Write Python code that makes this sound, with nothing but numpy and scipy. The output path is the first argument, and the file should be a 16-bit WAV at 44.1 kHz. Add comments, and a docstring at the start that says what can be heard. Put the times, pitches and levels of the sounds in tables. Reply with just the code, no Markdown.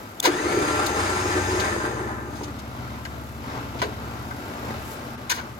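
"""Outdoors in snow, at the steel front bumper of a vehicle with its bonnet open.
A remote key snaps; an electric winch clunks, spins up, is switched off and coasts to rest: brushes
whine at multiples of the shaft rate, and rough gear knocks drive resonances of housing and bumper.
The petrol engine, crank orders plus shaped noise, idles and sags under the load; grit bursts make
hook and cable clink, scrape and tick. All is heard through the two ports of a handheld phone."""
import sys
import numpy as np
from scipy import signal
from scipy.fft import rfft, irfft
from scipy.io import wavfile
from scipy.ndimage import uniform_filter1d

SR = 44100
rng = np.random.default_rng(int(sys.argv[2]) if len(sys.argv) > 2 else 0)


def master(y):
    """Save y as 16-bit WAV."""
    cut = np.clip(np.atleast_2d(y).T, -1, 1)
    pcm = np.round(cut * 32767)  # scale
    wavfile.write(sys.argv[1], SR, pcm.astype(np.int16))


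N = 246519
T = np.arange(N) / SR
F = np.maximum(np.arange(N // 2 + 1) * SR / N, 1.)

# resonances of the winch housing: f/Hz, width/Hz, level/dB
BOOM_MODES = [(295.5, 12.9, 0.5), (339.4, 21.7, 1), (367.4, 19.2, 1), (416, 21.6, -1), (450, 24.6, -4),
              (500.5, 17.6, -5), (612, 36, -9.5)]
# resonances of the steel bumper: f/Hz, width/Hz, level/dB
STEEL_MODES = [(608, 45, -8), (828, 55, -1), (1015, 50, -3), (1215, 40, -3), (1361, 26, -6), (1560, 45, -2),
               (1745, 70, -1), (2325, 60, -15), (3760, 200, -20), (4880, 70, -10), (6460, 400, -10),
               (7700, 150, -16)]
# winch: switched on, gear teeth engage, switched off, brake holds
ON_S, SLACK_S, OFF_S, STOP_S = 0.227, 0.2693, 1.62, 2.5
FREE_TURNS_S = 92.5  # motor shaft at free speed, turns/s


def shaft():
    """Speed as a share of free speed: a run-up in a quick and a slow stage, then an even run-down."""
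    quick_share, quick_s, slow_s = .45, .024, .25
    coast_turns_s2 = 79.5
    on = np.clip(T - ON_S, 0, None)
    off = np.clip(T - OFF_S, 0, None)
    up = 1 - quick_share * np.exp(-on / quick_s) - (1 - quick_share) * np.exp(-on / slow_s)
    return np.clip(up - coast_turns_s2 / FREE_TURNS_S * off, .01, 1)


def rotor():
    """Angle of the motor shaft, which never runs quite evenly."""
    turns_s = FREE_TURNS_S * shaft() * (1 + .0013 * walk(40))
    return 2 * np.pi * np.cumsum(turns_s) / SR


def motor(turn):
    """Brushes cross the commutator bars; an uneven rotor throbs the whine and shakes the mount once a turn."""
    # whine: multiple of bar rate, level/dB, depth of the throb
    whine_orders = [(1, -2, .6), (2, -1.5, .55), (3, -13, .9)]
    bars = 29
    speed, off = shaft(), np.clip(T - OFF_S, 0, None)
    # share of stall current, capped; the tones grow with it
    current = np.minimum(1 - speed, .17) * (T < OFF_S)
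    whine_db = -50 + 55 * current
    overtone_db = -46.5 + 22 * current
    # the motor case lifts the whine as it sweeps through
    case_hz, case_width_hz, case_db = 1950, 300, 5
    offset = (bars * FREE_TURNS_S * speed - case_hz) / case_width_hz
    whine_db = whine_db + case_db * np.exp(-.5 * offset ** 2)

    throb = np.cos(turn) + np.cos(2 * turn + 1.4) + .37 * np.cos(3 * turn + 3.8) + .5 * np.cos(4 * turn + .42)
    first, *overtones = (
        undb(db + 3 * walk(60)) * (1 + depth * throb) * np.sin(k * bars * turn)
        for k, db, depth in whine_orders)
    whine = undb(whine_db) * first + undb(overtone_db) * sum(overtones)
    # fades in as the teeth engage, and away once the current is cut
    engaged = np.clip((T - SLACK_S) / .05, 0, 1) * undb(-130 * off)

    # under power the hum follows speed; after switch-off it only fades
    hum_growth = speed ** (5.5 * (T < OFF_S))
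    hum = hum_growth * undb(-36 - 91.5 * off + 1.9 * walk(11.04)) * np.sin(turn)
    return engaged * whine + np.sqrt(2) * hum


def gears(turn):
    """Loose teeth knock unevenly; the housing booms, the steel bumper rings and the brushes hiss."""
    # colour of the rattle: f/Hz, level/dB per Hz
    rattle_colour = [(450, -43), (620, -9), (800, 4), (1300, 5.5), (1800, -2), (2500, -14), (3300, -43),
                     (6000, -43)]
    # colour of the brush hiss: f/Hz, level/dB per Hz
    brush_colour = [(1800, 4), (2800, 3.5), (3800, 0.5), (5000, -1), (5700, -19), (6500, -18), (8300, 4),
                    (10000, -3), (13800, -29), (15500, -78)]
    speed = shaft()
    running = np.clip((T - SLACK_S) / .0049, 0, 1) * np.clip((STOP_S - T) / .077 + 1, 0, 1)
    # a burst as the teeth take up their slack
    slack_db = 27 * np.exp(-np.clip(T - SLACK_S, 0, None) / .015)
    tooth_knocks = grit(2.3) * undb(1.7 * walk(80))
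    mesh = grit(2.2) * undb(2 * walk(100) + walk(13.97))

    wobble = unit(sum(np.cos(k * turn) for k in range(3, 8)))
    boom_drive = (tooth_knocks + .08 * wobble) * undb(walk(45) + slack_db * (T > SLACK_S))
    # the housing booms most on the way up
    surge_db = 7.5 * bell(.51, .0973)
    boom = ring(boom_drive, BOOM_MODES) * speed ** 1.36 * undb(-27.5 + surge_db)

    # one high tooth strikes once a turn, so the bumper sings where a shaft multiple meets a mode
    tooth = unit(sum(np.cos(k * turn) for k in range(6, 28)))
    bumper = flutter(grit(1.5) + .3 * tooth, STEEL_MODES[:8], 3.5, 14)
    rattle = unit(colour(mesh, rattle_colour) + bumper)
    # above 2250 Hz the rattle dies faster as the gears slow
    dull = signal.sosfiltfilt(signal.butter(4, 2250, fs=SR, output="sos"), rattle)
    bright = (rattle - dull) * speed ** (2.4 * (T > OFF_S))
    rattle = (dull + bright) * speed ** 1.53 * undb(-28.5 + slack_db)

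    hiss = unit(colour(mesh, brush_colour) + undb(-5) * ring(grit(1.35), STEEL_MODES[8:]))
    brushes = undb(-32) * speed ** np.where(T < OFF_S, 1, 3.77)
    brake = undb(-46.5) * bell(2.396, .073)  # rubs before the stop
    return running * (boom + rattle + hiss * (brushes + brake))


def jolt():
    """The start jolt leaves the lowest housing mode ringing after the teeth engage."""
    after = np.clip(T - .274, 0, None)
    t60_s = .55
    return undb(-20.5 - 60 * after / t60_s) * np.sin(2 * np.pi * BOOM_MODES[0][0] * after)


def drones():
    """Single modes that stand out for a while: one of the bumper, one of the housing."""
    def tone(hz, db):
        wavering_hz = hz * (1 + .0045 * walk(20))
        level = np.sqrt(2) * undb(db + 3.1 * walk(25.3))
        return level * np.sin(2 * np.pi * np.cumsum(wavering_hz) / SR)

    # the bumper sings while the shaft nears full speed
    sing = (T > SLACK_S) * bell(.78, .24) * tone(STEEL_MODES[4][0], -36.5)
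    # the last slow turns drone in the lowest housing mode
    stopping = np.clip((STOP_S - T) / .05 + 1, 0, 1)
    drag = stopping * bell(2.33, .18) * tone(BOOM_MODES[0][0], -39.5)
    return sing + drag


def knocks():
    """All contacts of relay, gears, hook, cable and housing: grit bursts that ring housing, hardware or both."""
    # resonances of the hook: f/Hz, width/Hz, level/dB
    hook_modes = [(990, 95, 9), (1470, 31, 16), (1600, 89, 6), (1836, 29, 9), (2220, 70, 0),
                  (3130, 100, -5), (4020, 77, -3), (4190, 110, 0), (4740, 140, -9), (5600, 350, 2),
                  (6270, 300, -1), (7500, 100, 4)]
    # contact kinds: rise/ms, spread/octaves, housing boom/dB, steel ring/dB (None = not rung), opening tick size
    clunk_kind = (3.5, 1.44, -5, -3.5, 8)
    scrape_kind = (5, 1.3, -18.5, -0.5, 0)
    thud_kind = (2, 0.66, -11, None, 3)
    clink_kind = (0.96, 0.84, None, -14, 3)
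    tick_kind = (0.03, 0.33, None, -6, 7)
    # relay, gear and hook blows that reach the housing: t/s, level/dB, centre f/Hz, hold/ms, t60/ms
    clunk_rows = [(0.225, -29, 2890, 38, 40), (0.238, -22, 1500, 13, 34), (0.25, -16, 1580, 5.6, 110),
                  (3.815, -23, 1040, 6, 124)]
    # slow contacts of hook and cable: t/s, level/dB, centre f/Hz, hold/ms, t60/ms
    scrape_rows = [(5.294, -21.5, 2800, 7.6, 45), (5.308, -21.5, 2300, 7, 57), (5.334, -37, 3000, 21, 200),
                   (5.367, -36, 1090, 26, 110)]
    # dull low thuds that boom in the winch housing: t/s, level/dB, centre f/Hz, hold/ms, t60/ms
    thud_rows = [(2.408, -36.5, 700, 4, 45), (3.744, -37, 533, 13, 75), (3.823, -27, 440, 9, 220),
                 (3.873, -31, 259, 5.5, 39)]
    # bright cable clinks: t/s, level/dB, centre f/Hz, hold/ms
    clink_rows = [(0.862, -26, 4950, 5.6), (1.596, -28, 3600, 12), (2.355, -49, 4300, 22),
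                  (2.433, -39, 4260, 10), (2.588, -43.5, 4400, 12), (3.051, -36, 3860, 1.5),
                  (3.788, -39, 2720, 18)]
    # small dry ticks: t/s, level/dB, centre f/Hz
    tick_rows = [(2.876, -39, 1280), (2.911, -41, 900), (2.981, -41, 900), (3.054, -28.5, 1770),
                 (3.923, -39, 900), (4.311, -26.5, 1350)]
    bodies = poles(BOOM_MODES[3:]), poles(hook_modes)
    clunks = sum(contact(bodies, clunk_kind, *row) for row in clunk_rows)
    scrapes = sum(contact(bodies, scrape_kind, *row) for row in scrape_rows)
    thuds = sum(contact(bodies, thud_kind, *row) for row in thud_rows)
    clinks = sum(contact(bodies, clink_kind, *row, t60_ms=45) for row in clink_rows)
    ticks = sum(contact(bodies, tick_kind, *row, hold_ms=1.3, t60_ms=41) for row in tick_rows)
    return clunks + scrapes + thuds + clinks + ticks


def contact(bodies, kind, s, db, hz, hold_ms, t60_ms):
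    """A burst of grit in a broad band; part of the blow rings the housing, the steel hardware or both."""
    rise_ms, spread, boom_db, steel_db, tick = kind
    ms = (T - s) * 1000
    decay_ms = np.clip(ms - rise_ms - hold_ms, 0, None)
    shape = np.clip(ms / rise_ms, 0, 1) * undb(-60 * decay_ms / t60_ms)
    blow = grit(2.6)
    blow[int((s + rise_ms / 1000) * SR)] = tick
    band = through(blow, np.exp(-.5 * (np.log2(F / hz) / spread) ** 2)) * shape
    size = np.sqrt(np.mean(band ** 2))
    boom = 0 if boom_db is None else undb(boom_db) * through(blow * shape, bodies[0])
    steel = 0 if steel_db is None else undb(steel_db) * through(band, bodies[1])
    return undb(db) * (band + size * (boom + steel))


def button():
    """The remote's plastic key snaps close to the phone and its shell pings."""
    # shell pings: f/Hz, level/dB
    shell_pings = [(3500, -5), (6460, -14), (8000, -14), (10500, -16.5)]
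    ping = sum(undb(db) * np.sin(2 * np.pi * (hz * T + rng.random())) for hz, db in shell_pings)
    snap = undb(-8.5) * ring(grit(.81), [(6000, 10000, 0)])
    return undb(-12.5) * (ping + snap) * bell(.2022, .0014)


def engine():
    """Uneven cylinders sound many crank orders, strongest at 4, 7 and 13; roar pulses, valves tick twice a turn."""
    # engine levels over time: the low throb enters at half a second, roar and hiss vary:
    # t/s, exhaust throb level/dB, block roar level/dB, fan hiss level/dB
    bay_levels = [(0, -80, -40.5, -50), (0.42, -70, -35, -56), (0.55, -46.5, -31.5, -49.5),
                  (1.6, -39.5, -42.5, -54), (2.2, -41.5, -39, -54.5), (3.1, -44.5, -36.5, -51.5),
                  (3.9, -43, -35.5, -51.5), (4.7, -46.5, -34.5, -48.5), (5.15, -48, -34.5, -50.5),
                  (5.2, -48.5, -36.5, -53), (5.59, -50, -38, -54)]
    # exhaust throb: multiple of crank rate, level/dB
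    crank_orders = [(3, -17), (4, 0), (5, -5), (6, -5), (7, 0), (8, -10), (10, -14), (11, -12), (12, -10),
                    (13, -4), (14, -10), (16, -10)]
    # colour of the block roar: f/Hz, level/dB per Hz
    roar_colour = [(22, -36), (35, -22.5), (54, -13), (120, -2.5), (155, -11), (250, -5), (380, -11.5),
                   (600, -12.5), (1000, -11.5), (1350, -12), (1800, -19), (2800, -24.5), (5200, -31),
                   (9000, -40.5), (12000, -88)]
    # colour of the fan hiss: f/Hz, level/dB per Hz
    fan_colour = [(3000, -2), (5000, -7), (8000, -1.5), (9500, -3.5), (11000, -2), (12500, -3.5),
                  (14000, -6.5), (15500, -12)]
    throb_db, roar_db, fan_db = curves(bay_levels)

    # the winch's draw on the alternator pulls the idle down, with a lag
    idle_turns_s, sag_turns_s, lag_s = 17.75, 1.6, .3
    lag = int(lag_s * SR)
    powered = 1. * (T > ON_S) * (T < OFF_S)
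    load = uniform_filter1d(powered, lag, origin=(lag - 1) // 2)  # mean of the past only
    crank = idle_turns_s - sag_turns_s * load
    turn = 2 * np.pi * np.cumsum(crank * (1 + .01204 * walk(5))) / SR

    throb = sum(
        undb(db + 1.35 * walk(9)) * np.sin(k * turn + 2 * np.pi * rng.random())
        for k, db in crank_orders)
    # the roar pulses with the firings, three a turn
    roar = colour(grit(1.96) * undb(1.5 * np.cos(3 * turn) + 1.42 * walk(12)), roar_colour)
    valve_ticks = 1 + .85 * np.exp(-(turn / np.pi % 1) / .23)
    fan = colour(grit(1.66) * valve_ticks, fan_colour)

    # the treble hiss swells once, then roar and hiss dip briefly
    swell_s = 4.93
    fan_db = fan_db + 7.5 * bell(swell_s, np.where(T < swell_s, .065, .015))
    dip = undb(-27.5 * bell(5.167, .00515))
    bay = (undb(roar_db) * roar + undb(fan_db) * fan) * dip
    return np.sqrt(2) * undb(throb_db) * throb + bay


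def covers():
    """Engine covers ring faintly at their own pitches."""
    # cover resonances: f/Hz, width/Hz, level/dB
    cover_modes = [(232, 9, 7), (385, 14, -1), (570, 14, 1), (893, 12, 1), (1190, 7, 2), (1463, 14, -6),
                   (1604, 9, -1), (5200, 120, -22)]
    # the ringing rises, then eases a little near the end: t/s, level/dB
    cover_levels = [(0, -64), (2.6, -55), (3.6, -53), (4.5, -47), (5.15, -47), (5.2, -50), (5.59, -50)]
    return undb(curves(cover_levels)[0]) * flutter(grit(1.4), cover_modes, .77, 3.95)


def ports(x, scatter_ms):
    """The right port hears the sound late; both hear scattered bounces off snow and bodywork, in opposite sense."""
    # phase by which the left port leads: f/Hz, lead/rad
    port_lead = [(0, 0), (400, .45), (650, 1.2), (1380, 2.2), (1810, 4.8), (2500, 9), (2840, 9.6),
                 (4220, 14), (5940, 10.4), (6900, 12), (7500, 9.9), (8200, 9.9), (9000, 9.42), (10300, 8.6),
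                 (11700, 7.45), (13000, 6.35), (13700, 6.28), (16500, 6.28)]
    # left minus right: f/Hz, level/dB
    port_tilt = [(60, 1), (380, .5), (650, 6), (1250, .5), (2400, 3), (5000, 6.5), (7500, 4), (8600, 0),
                 (15000, 0)]
    # likeness of the two ports: f/Hz, likeness/0-1
    port_likeness = [(60, .94), (150, .9), (350, .95), (700, .7), (1200, .55), (2000, .3), (5000, .25),
                     (7500, .55), (9000, .85), (11500, .72), (13200, .97)]
    bounce = rfft(rng.standard_normal(N) * np.exp(-T * 1000 / scatter_ms))
    bounce = bounce / np.sqrt(np.mean(np.abs(bounce) ** 2))
    alike = np.clip(across(port_likeness), 0, 1)
    direct = np.sqrt((1 + alike) / 2)
    stray = np.sqrt((1 - alike) / 2) * bounce
    tilt = undb(across(port_tilt) / 2)
    late = np.exp(-1j * np.interp(F, *np.transpose(port_lead)))
    left = (direct + stray) * tilt
    right = (direct - stray) * late / tilt
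    return irfft(rfft(x) * np.array([left, right]), N)


def undb(db):
    """Amplitude factor of a level in dB."""
    return 10 ** (np.asarray(db) / 20)


def unit(x):
    """Scaled to an rms of one."""
    return x / np.sqrt(np.mean(x ** 2))


def bell(s, width_s):
    """A Gaussian swell in time, one at its peak."""
    return np.exp(-.5 * ((T - s) / width_s) ** 2)


def curves(rows):
    """Columns of a time table, one value per sample."""
    s, *columns = np.transpose(rows)
    return [np.interp(T, s, c) for c in columns]


def across(points):
    """A table of frequency and value read at every frequency, along log frequency."""
    hz, value = np.transpose(points)
    return np.interp(np.log(F), np.log(np.maximum(hz, 1.)), value)


def walk(rate):
    """Random levels held 1 / rate s and slewed twice."""
    k = int(SR / rate)
    held = np.repeat(rng.standard_normal(N // k + 1), k)
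    return 1.426 * uniform_filter1d(uniform_filter1d(held, k), k)[:N]


def grit(scatter_db):
    """Dense clicks of very unequal size."""
    return unit(rng.standard_normal(N) * undb(scatter_db * rng.exponential(size=N)))


def through(x, response):
    """Sound filtered by a frequency response, at unit rms."""
    return unit(irfft(rfft(x) * response, N))


def colour(x, points):
    """Sound shaped by a spectrum table, at unit rms."""
    return through(x, undb(across(points)))


def poles(modes):
    """Response of causal resonators with alternating sign."""
    return sum(
        (-1) ** k * undb(db) / (1 + 1j * (F - hz * hz / F) / width)
        for k, (hz, width, db) in enumerate(modes))


def ring(x, modes):
    """Sound that drives a set of resonators, at unit rms."""
    return through(x, poles(modes))


def flutter(x, modes, depth_db, rate):
    """Resonators whose strengths come and go one by one."""
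    return unit(sum(
        undb(db + depth_db * walk(rate)) * signal.lfilter(*signal.iirpeak(hz, hz / width, SR), x)
        for hz, width, db in modes))


def scene():
    """Clear tones reach both ports together; all else is spread between the ports."""
    turn = rotor()
    pan = undb(2 * np.array([[.5], [-.5]]))  # left 2 dB above right
    tones = (motor(turn) + drones() + covers()) * pan
    machines = ports(gears(turn) + engine(), scatter_ms=60)
    blows = ports(jolt() + knocks(), scatter_ms=5)
    key = ports(button(), scatter_ms=.4)
    return tones + machines + blows + key


def record(dry):
    """The phone rounds the loudest peaks and cuts the top above 15.9 kHz."""
    rounded = .75 * np.tanh(dry / .75)
    return signal.sosfilt(signal.ellip(10, .2, 80, 15900, fs=SR, output="sos"), rounded)


dry = scene()
out = record(dry)
master(out)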